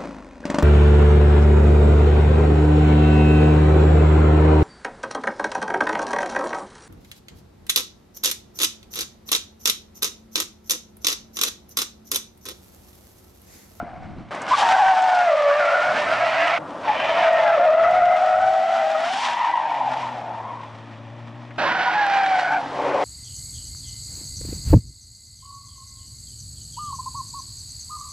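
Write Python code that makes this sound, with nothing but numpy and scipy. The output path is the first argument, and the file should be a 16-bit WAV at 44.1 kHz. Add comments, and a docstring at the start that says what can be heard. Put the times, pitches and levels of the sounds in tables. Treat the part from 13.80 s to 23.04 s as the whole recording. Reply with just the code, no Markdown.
"""Car drifting and spinning on a car park

A sport utility vehicle slides through four scenes joined by hard cuts.
Its tyres sing as gliding stick-slip notes with overtones, break into rough chatter and scrub as shaped noise.
A six-cylinder engine labours below as lines on its firing rate; stones tick and low noise bands thump or hum.
Wind nudges the microphone as low noise, and scattered echoes throw the squeal back from walls around the lot.
"""
import sys
import numpy as np
from scipy import signal
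from scipy.fft import rfft, irfft, next_fast_len
from scipy.io import wavfile
from scipy.ndimage import uniform_filter1d, map_coordinates

SR = 44100
rng = np.random.default_rng(int(sys.argv[2]) if len(sys.argv) > 2 else 0)


def store_wav(level_fs):
    """Save 16-bit WAV to argv[1]."""
    pcm = np.round(np.clip(np.atleast_2d(level_fs), -1, 1) * 32767)
    wavfile.write(sys.argv[1], SR, pcm.T.astype(np.int16))


N = 407484
TIME = np.arange(N) / SR

# the four scenes with the sound of free rolling: start/s, scrub/dB, hiss/dB, road rumble/dB
SCENES = [(0, -51.5, -65.5, -53), (.508, -37, -49, -44), (2.788, -48, -62, -50), (7.782, -43.5, -51, -37.5)]
# usual tread motion: slow waver/share of pitch, fast jitter/share of pitch, flutter/dB
SLIP = (.01, .018, 1.4)
# smear of the overtones, as noise against tone: clear overtones, blurred overtones
SMEAR_CLEAR, SMEAR_BLURRED = .3, .85


def amp(db):
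    """Decibels to gain."""
    return 10 ** (np.asarray(db) / 20)


def unit(x):
    """Scales to rms 1."""
    return x / np.sqrt(np.mean(abs(x) ** 2) + 1e-20)


def curve(rows, at):
    """The columns of a table, interpolated at the given values of its first column."""
    first, *columns = np.transpose(rows)
    return [np.interp(at, first, column) for column in columns]


def span(rows):
    """The sample times that a table covers, and a gate with 8 ms fades."""
    t = np.arange(rows[0][0] - .006, rows[-1][0] + .006, 1 / SR)
    return t, np.clip(np.minimum(t - t[0], t[-1] - t) / .008, 0, 1)


def add(mix, s, sound):
    """Mixes a sound in at time s, trimming what falls outside."""
    start = round(s * SR)
    skipped = max(-start, 0)
    part = mix[max(start, 0):][:len(sound) - skipped]
    part += sound[skipped:][:len(part)]


def wobble(size, hz):
    """Complex random motion of rms 1, falling off above hz."""
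    n = next_fast_len(size)
    white = rng.standard_normal(n) + 1j * rng.standard_normal(n)
    fall = (1 + (np.fft.fftfreq(n, 1 / SR) / hz) ** 4) ** .5
    return unit(np.fft.ifft(white / fall)[:size])


def drift(size, hz):
    """Real random motion of rms 1, falling off above hz."""
    return unit(wobble(size, hz).real)


def noise(colour, side):
    """Stereo noise with a given spectrum: a middle of rms 1, and a share of side noise for width."""
    n = next_fast_len(N)
    f, db = np.transpose(colour)
    shape = amp(np.interp(np.log(np.fft.rfftfreq(n, 1 / SR) + 1), np.log(f), db))
    white = rng.standard_normal((2, n))
    middle, sides = irfft(rfft(white) * shape, n)[:, :N]
    return np.array([middle + side * sides, middle - side * sides]) / middle.std()


def scene_at(t):
    """Which scene is playing at time t."""
    return np.searchsorted([row[0] for row in SCENES[1:]], t)


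def swells(rows):
    """Summed power of bell-shaped swells, each cut off with its scene."""
    playing = scene_at(TIME)
    power = 0
    for s, db, half in rows:
        bell = np.exp(-((TIME - s) / half) ** 2)
        power = power + amp(db) ** 2 * bell * (playing == scene_at(s))
    return power


def hold(start, end, fade_s):
    """Attack, hold and release: control times and their level in dB."""
    t = np.arange(start, end, .002)
    gain = np.clip(np.minimum(t - start, end - t) / fade_s, .01, 1)
    return t, 20 * np.log10(gain)


def glide(start, end, first_hz, last_hz, db, fade_s):
    """Pitch and level of a short squeal that slides evenly from one pitch to another."""
    t, fade_db = hold(start, end, fade_s)
    return np.transpose([t, np.linspace(first_hz, last_hz, len(t)), db + fade_db])


def beside(lead, start, end, ratio, under_db):
    """Pitch and level of a tyre that follows the leading one at a steady interval."""
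    t, fade_db = hold(start, end, fade_s=.068)
    hz, db = curve(lead, t)
    return np.transpose([t, ratio * hz, db + under_db + fade_db])


def wind():
    """Wind on the microphone: low, wide noise, a faint breeze that swells into gusts."""
    # gusts: peak t/s, level/dB, half length/s
    gusts = [(.02, -41, 0.035), (.31, -40.5, 0.16), (.77, -56, .05), (3.6, -56, 0.21), (4.19, -44.5, 0.12),
             (4.63, -47, 0.085), (9.1, -53, 0.29)]
    # spectrum of the wind: f/Hz, level/dB
    gust_colour = [(15, -4.5), (40, -13.5), (80, 0), (130, -2), (300, -6), (1000, -57)]
    breeze_db = -67.5
    return np.sqrt(amp(breeze_db) ** 2 + swells(gusts)) * noise(gust_colour, side=.62)


def car_park(x):
    """Scattered echoes from kerbs, walls and the bank, different for each ear and dying away evenly in dB."""
    t, t60 = np.arange(SR // 2) / SR, .45
    echo_hits = rng.random((2, len(t))) < 1500 / SR  # 1500 echoes a second
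    taps = rng.standard_normal((2, len(t))) * echo_hits * (t > .008) * amp(-60 * t / t60)
    taps /= np.linalg.norm(taps, axis=1, keepdims=True)
    return signal.fftconvolve(x[None], taps, axes=1)[:, :N]


def road():
    """Rolling rumble of the road: low noise that swells as the car leans on its tyres."""
    # swells of rumble: peak t/s, level/dB, half length/s
    rumble_swells = [(.01, -44, 0.16), (.6, -33, 0.43), (2.22, -31.5, 0.15), (3.14, -32.5, 0.41),
                     (4.05, -36, 0.36), (6.45, -40.5, 0.41), (7.79, -30, 0.16), (9.18, -34, 0.25)]
    # spectrum of the rumble: f/Hz, level/dB
    road_colour = [(40, -26), (90, -11.5), (150, -4.5), (280, -1), (420, -4), (580, 6), (750, 2.5),
                   (1200, 0), (4000, -40)]
    rolling_power = amp(np.array(SCENES)[scene_at(TIME), 3]) ** 2
    return np.sqrt(rolling_power + swells(rumble_swells)) * noise(road_colour, side=.05)


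def engine():
    """Exhaust lines glide through the pipe's resonances; unequal cylinders add weaker lines, gas blurs the upper."""
    # one table a pull: t/s, firing rate f/Hz, level/dB before the trim
    pulls = [
        [(1.9, 73.1, -63), (2.25, 102.2, -44), (2.78, 165, -35)],
        [(2.79, 155, -30.5), (3.0, 143.4, -44), (3.3, 138.5, -41)],
        [(4.6, 177.5, -41.5), (5.38, 196.6, -38), (5.62, 168.4, -43.5), (5.85, 148.8, -42), (6.1, 130, -37.5),
         (6.55, 114.5, -40.5), (7.15, 112, -36), (7.78, 121.9, -34.5)],
        [(7.78, 165.4, -29), (8.4, 157.3, -43), (8.9, 138.4, -36), (9.24, 133.4, -39)],
    ]
    # resonances of the exhaust pipe: f/Hz, level/dB
    pipe = [(50, -24), (85, -21.5), (115, 1), (150, -12), (190, -14), (230, -3), (285, 2), (330, -1.5),
            (380, -8), (480, -26), (570, -10), (750, -20.5)]
    # exhaust lines as multiples of the firing rate [ratio]
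    multiples = (2 / 3, 1, 4 / 3, 2, 2.5, 3, 4, 5)
    # their levels, one a line: level/dB
    exhaust_db = [-15, 0, -6.5, -5.5, -14, -13, -5, -3.5]
    puff_width_hz, puff_db = 30, -9  # rushing gas around each upper line, level against the line
    trim_db = -2.5  # on the lines alone
    out = np.zeros(N)
    for rows in pulls:
        t, gate = span(rows)
        n = len(t)
        hz, db = curve(rows, t)
        # no two firings are evenly spaced
        uneven = 1 + .009 * drift(n, 15) + .028 * drift(n, 90)
        phase = 2 * np.pi * np.cumsum(hz * uneven) / SR
        for k, level in zip(multiples, exhaust_db):
            unrest_db = 1.3 if k == 1 else 2.6  # the firing note is steadier than the others
            line_db = db + level + curve(pipe, k * hz)[0] + unrest_db * drift(n, 14)
            line = np.cos(k * phase + 2 * np.pi * rng.random())
            add(out, t[0], gate * amp(line_db + trim_db) * line)
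            if k > 1:
                puffs = wobble(n, puff_width_hz) * np.exp(1j * k * phase)
                add(out, t[0], gate * amp(line_db + puff_db) * puffs.real)
    return out


def stones():
    """Stones flicked by the tread: short, fast-dying bursts of noise around one frequency."""
    # ticks: t/s, level/dB before a 4 dB cut, centre f/Hz
    ticks = [(.548, -37, 6500), (.618, -31, 7000), (.686, -39, 6500), (.761, -23, 3500), (1.029, -27, 3700),
             (1.22, -33, 6000), (3.49, -42, 6500), (3.53, -39, 6500), (4.11, -42, 7000), (7.707, -28, 1800)]
    out = np.zeros(N)
    t = np.arange(SR // 20) / SR
    for s, db, hz in ticks:
        burst = (wobble(len(t), hz / 4) * np.exp(2j * np.pi * hz * t)).real
        add(out, s, amp(db - 4) * np.exp(-t / .0072) * burst)
    return out


def thumps_and_hum():
    """Low noise bands that swell and fade softly: dull thumps, and one long soft hum near 197 Hz."""
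    # bands: start t/s, level/dB, centre f/Hz, length/s
    low_bands = [(0.018, -35, 249, 0.025), (.265, -43, 146, 0.064), (0.34, -39.5, 223, 0.095),
                 (1.877, -59, 197.4, .4), (3.767, -43, 385, 0.055)]
    out = np.zeros(N)
    for s, db, hz, length in low_bands:
        t = np.arange(0, length, 1 / SR)
        band = (wobble(len(t), hz / 2) * np.exp(2j * np.pi * hz * t)).real
        add(out, s, amp(db) * unit(np.hanning(len(t)) * band))
    return out


def howl():
    """A broad, low roar of tyres dragged sideways as the car swings past: coloured noise that rises and holds."""
    # spectrum of the roar: f/Hz, level/dB
    howl_colour = [(120, -59), (200, -53), (296, -2), (336, -20), (373, -2.5), (437, -7.5), (575, 4.5),
                   (646, -5.5), (749, 0.5), (807, -3.5), (1080, -5), (1270, -15), (2500, -21), (3250, -39),
                   (5500, -120)]
    start_s, rise_s, held_db = 8.885, .16, -21.5
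    rise = np.clip((TIME - start_s) / rise_s, 0, 1)
    return amp(held_db) * rise * noise(howl_colour, side=.07)


def squeaks(count=900):
    """Single tread blocks catch for a moment and give short gliding squeaks; rms 1."""
    out = np.zeros(N)
    for when, pitch, length, slope, size in rng.random((count, 5)):
        u = np.linspace(0, 1, int(SR * (.025 + .08 * length)))
        vibrato = .012 * np.sin(2 * np.pi * (2 * u + size))
        hz = 1200 * (3000 / 1200) ** pitch * (1 + .14 * (slope - .5) * u + vibrato)
        level = amp(10 * size - 11 * pitch ** 2)  # higher squeaks are weaker
        add(out, when * N / SR, level * np.sin(np.pi * u) * np.sin(2 * np.pi * np.cumsum(hz) / SR))
    return unit(out)


def grit():
    """Coarse stones tear at the rubber: a gain that jumps with each one and dies away; rms 1."""
    stones_per_s, jump, fade_s = 70, .3, .003
    size = np.minimum(rng.exponential(1, N), 4) * (rng.random(N) < stones_per_s / SR)
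    return unit(1 + signal.lfilter([jump], [1, -np.exp(-1 / (fade_s * SR))], size))


def scrub():
    """Rubber tears sideways over the stones in uneven bursts: a squeaky rasp with a harsh bite, and a gritty hiss."""
    # one table a slide: t/s, scrub level/dB, grit hiss level/dB, both before the bursts
    slides = [
        [(.68, -33.5, -40), (.74, -24.5, -31), (1.0, -28, -32.5), (1.22, -34.5, -39.5), (1.7, -29, -45.5),
         (2.2, -27, -40), (2.78, -23, -43)],
        [(3.035, -36, -58), (3.08, -26.5, -50), (3.41, -24.5, -45), (3.8, -30.5, -49.5), (4.25, -34, -45),
         (4.6, -41, -45), (5.45, -28.5, -40), (5.83, -35, -52), (6.22, -36, -47.5), (6.45, -45, -58),
         (7.1, -56, -65)],
        [(7.785, -25, -49), (8.2, -25.5, -46), (8.57, -29.5, -42.5), (8.87, -41, -50), (9.24, -39, -40.5)],
    ]
    # spectrum of the rasp, one table a slide: f/Hz, level/dB
    rasp_colours = [
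        [(200, -27), (430, -14), (600, 11.5), (950, 9.5), (1250, 7.5), (1600, 4.5), (2200, 5), (3300, -8.5),
         (4200, -9.5), (6000, -21), (10000, -66)],
        [(200, -20), (430, -20.5), (620, 8), (900, 12), (1250, 4), (1550, 0.5), (1850, 6.5), (2150, -0.5),
         (2400, 4), (2700, -2), (3080, -3.5), (3500, -4.5), (4200, -12.5), (6000, -20.5), (10000, -56.5)],
        [(200, -35), (430, -8), (580, 4), (760, 12.5), (980, 9.5), (1230, 5), (1500, 12), (2000, 8.5),
         (2400, -1), (3300, -3), (4200, -4.5), (6000, -16.5), (10000, -63)],
    ]
    # strength of the squeaks against the rasp, one a slide [ratio]
    squeaky = (.65, .45, .3)
    # spectrum of the harsh bite: f/Hz, level/dB
    bite_colour = [(1700, -26), (2400, 0), (3200, -8.5), (4000, -24), (9000, -58)]
    # sprays of grit from the spinning tyre: peak t/s, level/dB, half length/s
    sprays = [(.8, -26, 0.024), (3.3, -49.5, 0.3), (5.39, -34, 0.096)]
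    # spectrum of the hiss: f/Hz, level/dB
    hiss_colour = [(1500, -27), (3000, 9), (4300, 1), (5800, -1.5), (7000, -8.5), (7600, -6), (8200, -14.5),
                   (9800, -13.5), (11000, -39.5)]
    bite_db, pan_db = 14, -1.5  # pan: left minus right
    playing = scene_at(TIME)
    rasp_power, hiss_power = amp(np.array(SCENES)[playing, 1:3].T) ** 2
    for rows in slides:
        t, gate = span(rows)
        rasp_db, hiss_db = curve(rows, t)
        add(rasp_power, t[0], (gate * amp(rasp_db)) ** 2)
        add(hiss_power, t[0], (gate * amp(hiss_db)) ** 2)
    bursts = unit(amp(1.2 * drift(N, 8.8) + .55 * drift(N, 310)))
    # squeaks die away when the tyres roll freely
    grip = np.clip((10 * np.log10(rasp_power) + 52) / 16, 0, 1)
    slide = np.maximum(playing - 1, 0)
    rubber = np.choose(slide, [noise(colour, side=.18) for colour in rasp_colours])
    tearing = rubber + np.array(squeaky)[slide] * grip * squeaks()
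    # the bite follows power, so it grows twice as fast in dB as the rasp
    bite = amp(bite_db) * rasp_power * noise(bite_colour, side=.12)
    rasp = np.sqrt(rasp_power) * tearing + bite
    hiss = np.sqrt(hiss_power + swells(sprays)) * noise(hiss_colour, side=.067)
    return bursts * grit() * (rasp * amp([[pan_db / 2], [-pan_db / 2]]) + hiss)


def chatter_share(t):
    """A tyre chatters as it lets go, locks into a note, and breaks up again as the slide ends."""
    # stretches of one clear note: start t/s, end t/s, power left as chatter/share 0-1
    locks = [(1.03, 1.76, .05), (3.45, 5.3, .15), (5.62, 5.7, .3), (8.19, 8.56, .07)]
    free_share, lock_s = .55, .18  # chatter outside them, time to lock or unlock
    share = free_share
    for start, end, locked in locks:
        lock = np.clip(1 + np.minimum(t - start, end - t) / lock_s, 0, 1)
        share = share + (locked - free_share) * lock
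    return share


def squeal(rows, overtones, waver, jitter, flutter_db, chatter_hz, chatter_lift, smear, rough_scale=1):
    """Tread blocks stick and slip: locked together they sing one wavering note, out of step they chatter around it."""
    dulling = .2  # dB an overtone loses for each dB that the note falls
    flicker_db, flicker_hz = 2.5, 12  # overtones come and go
    t, gate = span(rows)
    n = len(t)
    hz, db = curve(rows, t)
    rough = np.clip(rough_scale * chatter_share(t), 0, 1)
    # the pitch wavers with wheel load and jitters with the grain of the road
    unsteady = 1 + waver * drift(n, 20.7) + jitter * drift(n, 344)
    phase = 2 * np.pi * np.cumsum(hz * unsteady) / SR
    locked = unit(amp(flutter_db * drift(n, 30)))
    chatter = wobble(n, chatter_hz) * np.exp(1j * chatter_lift * phase)
    tread = (np.sqrt(1 - rough) * locked + np.sqrt(rough) * chatter) * np.exp(1j * phase)
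    # each slip is abrupt, which adds overtones; blocks that let go early or late smear them
    wave = tread.real
    eased_db = dulling * (db - np.percentile(db, 75))
    for k, level in enumerate(overtones, 2):
        strength = amp(level + eased_db) * unit(amp(flicker_db * drift(n, flicker_hz)))
        overtone = np.exp(1j * k * np.angle(tread)) * unit(1 + smear * wobble(n, 140))
        wave = wave + strength * abs(tread) * overtone.real
    out = np.zeros(N)
    add(out, t[0], np.sqrt(2) * gate * amp(db) * wave)
    return out


def short_squeals():
    """Brief gliding notes: yelps as a tyre lets go, chirps of tread ribs, thin reedy squeals and rough rings."""
    # as a tyre first lets go: start t/s, end t/s, first f/Hz, last f/Hz, level/dB, fade/s
    yelps = [(0.708, .742, 1040, 1002, -11.5, 0.0089), (.731, .76, 1204, 1080, -10.5, .008),
             (3.07, 3.129, 859, 836, -13, 0.031)]
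    # single tread ribs catching: start t/s, end t/s, first f/Hz, last f/Hz, level/dB
    chirps = [(0.795, 0.915, 960, 890, -23), (.985, 1.045, 887, 742, -12), (1.122, 1.152, 910, 910, -15.5),
              (1.471, 1.563, 639, 560, -17), (2.262, 2.388, 612.5, 696, -29.5),
              (2.325, 2.423, 620, 660, -34), (2.391, 2.476, 723, 680, -23.5), (2.426, 2.534, 657, 644, -23),
              (2.553, 2.686, 639, 700, -23), (2.671, 2.77, 649, 707, -26), (3.103, 3.139, 905, 915, -25),
              (3.784, 3.87, 688, 696, -14), (6.33, 6.406, 800, 685, -39), (6.45, 6.551, 707, 800, -40),
              (6.623, 6.72, 1032, 1090, -38), (7.801, 7.869, 637, 540, -26), (7.842, 7.891, 997, 1115, -24),
              (7.901, 7.98, 972, 942, -27), (7.937, 8.031, 739, 727, -30), (8.03, 8.153, 809, 709, -28.5),
              (8.051, 8.106, 970, 955, -22), (8.698, 8.767, 863, 905, -25), (8.762, 8.816, 691, 714, -25)]
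    # thin squeals with a strong octave: start t/s, end t/s, first f/Hz, last f/Hz, level/dB
    reedy = [(1.783, 1.872, 755, 673, -23.5), (1.85, 2.002, 665.4, 735, -26.5),
             (1.924, 2.151, 680, 738, -30), (2.251, 2.789, 653, 681.7, -35), (7.87, 8.152, 742, 732.4, -31),
             (8.625, 8.8, 736, 740, -28), (8.64, 8.791, 805, 797, -31)]
    # rough, mostly higher notes as the tread is loaded hardest: start t/s, end t/s, first f/Hz, last f/Hz, level/dB
    rings = [(0.763, 0.872, 1180, 1090, -25), (0.931, 1.2, 1133, 1080, -30.5),
             (1.808, 2.137, 1413, 1454, -28.5), (2.279, 2.781, 1290, 1340, -38),
             (2.4, 2.78, 1900, 2020, -33), (3.13, 3.322, 2400, 2360, -37), (3.13, 3.448, 3040, 3080, -36.5),
             (3.45, 3.52, 2880, 2850, -37), (3.278, 3.58, 923, 880, -28.5), (3.566, 3.763, 883, 800, -24.5),
             (3.354, 3.42, 1840, 1820, -27), (3.442, 3.634, 1910, 1830, -29.5),
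             (3.62, 3.76, 1700, 1500, -29), (3.759, 4.721, 1280, 1311, -33),
             (3.897, 4.755, 1362, 1488, -36), (3.95, 4.4, 1977, 2070, -36.5),
             (4.893, 5.036, 1517, 1375, -32.5), (5.549, 5.803, 1950, 1926, -36),
             (7.878, 8.142, 1479, 1460, -32.5), (8.128, 8.289, 1720, 1600, -24.5),
             (8.387, 8.562, 2350, 2280, -37), (8.439, 8.619, 1540, 1510, -35)]
    song = np.zeros(N)
    for row in yelps:
        song += squeal(glide(*row), [-20, -26], *SLIP, chatter_hz=110, chatter_lift=.03,
                       smear=SMEAR_BLURRED, rough_scale=.2)
    for row in chirps:
        song += squeal(glide(*row, fade_s=.017), [-14, -24], *SLIP, chatter_hz=50, chatter_lift=0,
                       smear=SMEAR_CLEAR, rough_scale=0)
    for row in reedy:
        song += squeal(glide(*row, fade_s=.029), [1, -11], waver=.016, jitter=.023, flutter_db=1,
                       chatter_hz=40, chatter_lift=0, smear=SMEAR_CLEAR, rough_scale=.3)
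    for row in rings:
        song += squeal(glide(*row, fade_s=.05), [], *SLIP, chatter_hz=32, chatter_lift=0,
                       smear=0, rough_scale=2)
    return song


def snatches(length=.01217):
    """Sharp chirps: a few loud cycles as the spinning tread grabs at the road and lets go."""
    # chirps: centre t/s, f/Hz, level/dB
    snatch_rows = [(5.573, 940, -20), (5.742, 975, -16), (5.778, 965, -13), (5.8, 940, -16),
                   (5.856, 880, -20), (5.921, 900, -21), (6.014, 897, -14), (6.08, 836, -17)]
    out = np.zeros(N)
    t = np.arange(0, length, 1 / SR)
    for s, hz, db in snatch_rows:
        cycles = np.hanning(len(t)) * np.sin(2 * np.pi * hz * t)
        add(out, s - length / 2, np.sqrt(2) * amp(db) * cycles)
    return out


def grabs(rows):
    """The spinning tread grabs and lets go at uneven intervals, each time for a few cycles near the tyre's pitch."""
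    gap_s, grab_s = .01, .012  # mean gap, length of a grab
    spread = .11  # of the pitch, as a share
    level_db, uneven_db = 3.5, 4  # against the note
    out = np.zeros(N)
    t = np.arange(0, grab_s, 1 / SR)
    times = np.arange(rows[0][0], rows[-1][0], gap_s)
    chances = rng.uniform(-.972, 1, (len(times), 4))
    for s, hz, db, (late, sharp, size, turn) in zip(times, *curve(rows, times), chances):
        cycles = np.sin(2 * np.pi * hz * (1 + spread * sharp) * t + np.pi * turn)
        level = amp(db + level_db + uneven_db * size)
        add(out, s + late * gap_s / 2, level * np.hanning(len(t)) * cycles)
    return out


def spinning_tyre():
    """A spinning tyre: a rough note, the grabs of its tread, and a lower, ragged squeal beneath."""
    # the spinning tyre's note: t/s, f/Hz, level/dB
    burnout = [(5.37, 890, -35), (5.46, 984.5, -26), (5.54, 950, -29.5), (5.63, 955, -21.5),
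               (5.69, 945, -21), (5.72, 962, -28.5), (5.76, 950, -22), (5.85, 911.5, -30), (5.97, 927, -27),
               (6.08, 871.5, -28), (6.16, 888, -30), (6.26, 926, -30), (6.39, 834, -42), (6.57, 913, -33.5),
               (6.7, 985, -38), (6.85, 974, -40.5), (6.98, 953, -61)]
    # the ragged squeal: t/s, f/Hz, level/dB
    judder = [(5.45, 799, -44), (5.8, 784, -30.5), (6.08, 740, -27.5), (6.3, 733, -40),
              (6.45, 686.7, -35.5), (6.75, 739.6, -43), (6.95, 702, -69)]
    song = grabs(burnout)
    song += squeal(burnout, [-17, -27], waver=.018, jitter=.02, flutter_db=2,
                   chatter_hz=70, chatter_lift=0, smear=SMEAR_BLURRED, rough_scale=.8)
    song += squeal(judder, [-22], *SLIP, chatter_hz=98, chatter_lift=0, smear=SMEAR_BLURRED, rough_scale=1.7)
    return song


def sliding_tyres():
    """The long squeals: the loudest sliding tyre of each slide, and the tyres that sing beside it."""
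    # the loudest tyre, one table a slide: t/s, f/Hz, level/dB
    fading = [(0, 673, -27.5), (.03, 702, -39), (.22, 746, -43), (.5, 682, -59)]
    drifting = [(.78, 790, -22), (.83, 785, -15.5), (.87, 735, -22.5), (.95, 752, -13), (1.0, 765, -18.5),
                (1.05, 760, -13), (1.125, 757, -12), (1.152, 725, -21.5), (1.17, 745, -15),
                (1.2, 750, -18.5), (1.42, 715, -17), (1.52, 652, -17), (1.58, 602, -17.5), (1.69, 570, -14),
                (1.76, 590, -18), (1.88, 582, -22), (2.1, 615, -21.5), (2.22, 590, -27), (2.45, 650, -25),
                (2.777, 685, -39)]
    donut = [(3.13, 610, -30), (3.27, 650, -24.5), (3.33, 679, -21), (3.42, 668, -17.5), (3.56, 652.3, -15),
             (3.7, 615, -23), (3.8, 627.3, -26.5), (3.87, 629.7, -11.5), (3.96, 638.2, -15),
             (4.04, 665, -16), (4.12, 726.4, -15.5), (4.28, 701, -12.5), (4.36, 733, -19),
             (4.55, 736.7, -17.5), (4.72, 760.3, -18), (4.8, 746.4, -22), (5.09, 787, -23),
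             (5.25, 775, -31.5)]
    swerve = [(7.785, 820, -39), (7.9, 760, -32), (8.12, 830, -36.5), (8.16, 850, -21), (8.25, 806, -23),
              (8.33, 786, -19.5), (8.4, 780, -17.5), (8.47, 772, -20), (8.54, 757, -18), (8.61, 730, -21),
              (8.74, 735, -28.5), (8.83, 810, -27.5), (8.89, 790, -39)]
    # the inner tyre of the donut sings at its own pitch: t/s, f/Hz, level/dB
    inner = [(3.38, 727.4, -28), (3.44, 721.2, -22), (3.6, 684.3, -21.5), (3.74, 665, -15),
             (3.775, 572.6, -13), (3.83, 548, -22.5), (3.87, 561.9, -36), (3.95, 672.7, -16),
             (4.1, 640, -20), (4.44, 630.5, -22.5), (4.7, 641.6, -24), (4.96, 680, -21), (5.03, 634.5, -22),
             (5.22, 642, -24), (5.3, 735, -26), (5.37, 784, -26), (5.42, 925, -42)]
    # tyres that follow the drifting one: start t/s, end t/s, pitch/ratio, level against it/dB
    followers = [(0.767, 1.499, 0.88, -13.5), (0.782, 1.469, 1.18, -8), (1.555, 2.199, 1.09, -15)]
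    song = squeal(fading, [-10, -20], *SLIP, chatter_hz=68, chatter_lift=.02, smear=SMEAR_BLURRED)
    song += squeal(drifting, [-10.5, -23, -33], waver=.008, jitter=.012, flutter_db=1.4,
                   chatter_hz=72, chatter_lift=.06, smear=SMEAR_CLEAR)
    for row in followers:
        song += squeal(beside(drifting, *row), [-12, -22], *SLIP, chatter_hz=61, chatter_lift=.03,
                       smear=SMEAR_CLEAR, rough_scale=13)
    song += squeal(donut, [-18, -25, -34], *SLIP, chatter_hz=64, chatter_lift=-.03, smear=SMEAR_BLURRED)
    song += squeal(inner, [-13, -18, -28], *SLIP, chatter_hz=51, chatter_lift=.03, smear=SMEAR_BLURRED)
    song += squeal(swerve, [-11.5, -18, -28], waver=.007, jitter=.013, flutter_db=1.6,
                   chatter_hz=100, chatter_lift=.05, smear=SMEAR_CLEAR)
    return song


def tyres():
    """All the singing tyres; the wedge between tread and road is a horn that passes little below its cut-off."""
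    horn_hz = 535
    song = short_squeals() + spinning_tyre() + sliding_tyres()
    return signal.sosfilt(signal.butter(5, horn_hz, "high", fs=SR, output="sos"), song)


def bearing():
    """In each scene the car crosses the view evenly: left minus right in dB, and the lag of the left ear in ms."""
    # one row a scene: left minus right at the start/dB, the same at the end/dB, left lag at the start/ms
    crossings = [(1.3, .7, 0), (1.1, -.2, 0), (1.1, 1.8, 0), (-1.7, 1.4, .05)]
    playing, start = scene_at(TIME), np.array(SCENES)[:, 0]
    first_db, last_db, lag_ms = np.array(crossings)[playing].T
    length = np.diff(start, append=N / SR)
    way = (TIME - start[playing]) / length[playing]
    return first_db * (1 - way) + last_db * way, lag_ms * (1 - way)


def scene():
    """The car and its echoes move across the stereo image; wind stays on the microphone."""
    engine_pan_db, echo_db = 1.2, -16.5  # pan: left minus right
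    song = tyres() + snatches()
    car = song + amp(echo_db) * car_park(song)
    car = car + scrub() + road() + howl() + stones() + thumps_and_hum()
    left, right = car + engine() * amp([[engine_pan_db / 2], [-engine_pan_db / 2]])
    pan_db, lag_ms = bearing()
    left = map_coordinates(left, [(TIME - lag_ms / 1000) * SR], order=3, mode="nearest")
    return np.array([left, right]) * amp([pan_db / 2, -pan_db / 2]) + wind()


def record(dry):
    """A fast limiter reins in the loudest squeals; peaks are rounded off and the top octave is cut."""
    threshold_db, recovery_db_per_s, edge_hz = -13.5, 90, 10100
    power = abs(uniform_filter1d((dry ** 2).mean(0), size=180))
    power_db = 10 * np.log10(power + 1e-12)
    fall = TIME * recovery_db_per_s
    peak_db = np.maximum.accumulate(power_db + fall) - fall
    over_db = np.maximum(peak_db - threshold_db, 0)
    held = dry / amp(.8 * uniform_filter1d(over_db, size=90))  # takes off 0.8 dB for each dB over
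    soft = held / (1 + (held / .45) ** 6) ** (1 / 6)
    low_pass = signal.firwin(401, edge_hz, window=("kaiser", 8), fs=SR)
    return signal.oaconvolve(soft, low_pass[None], "same")


dry = scene()
out = record(dry)
store_wav(out)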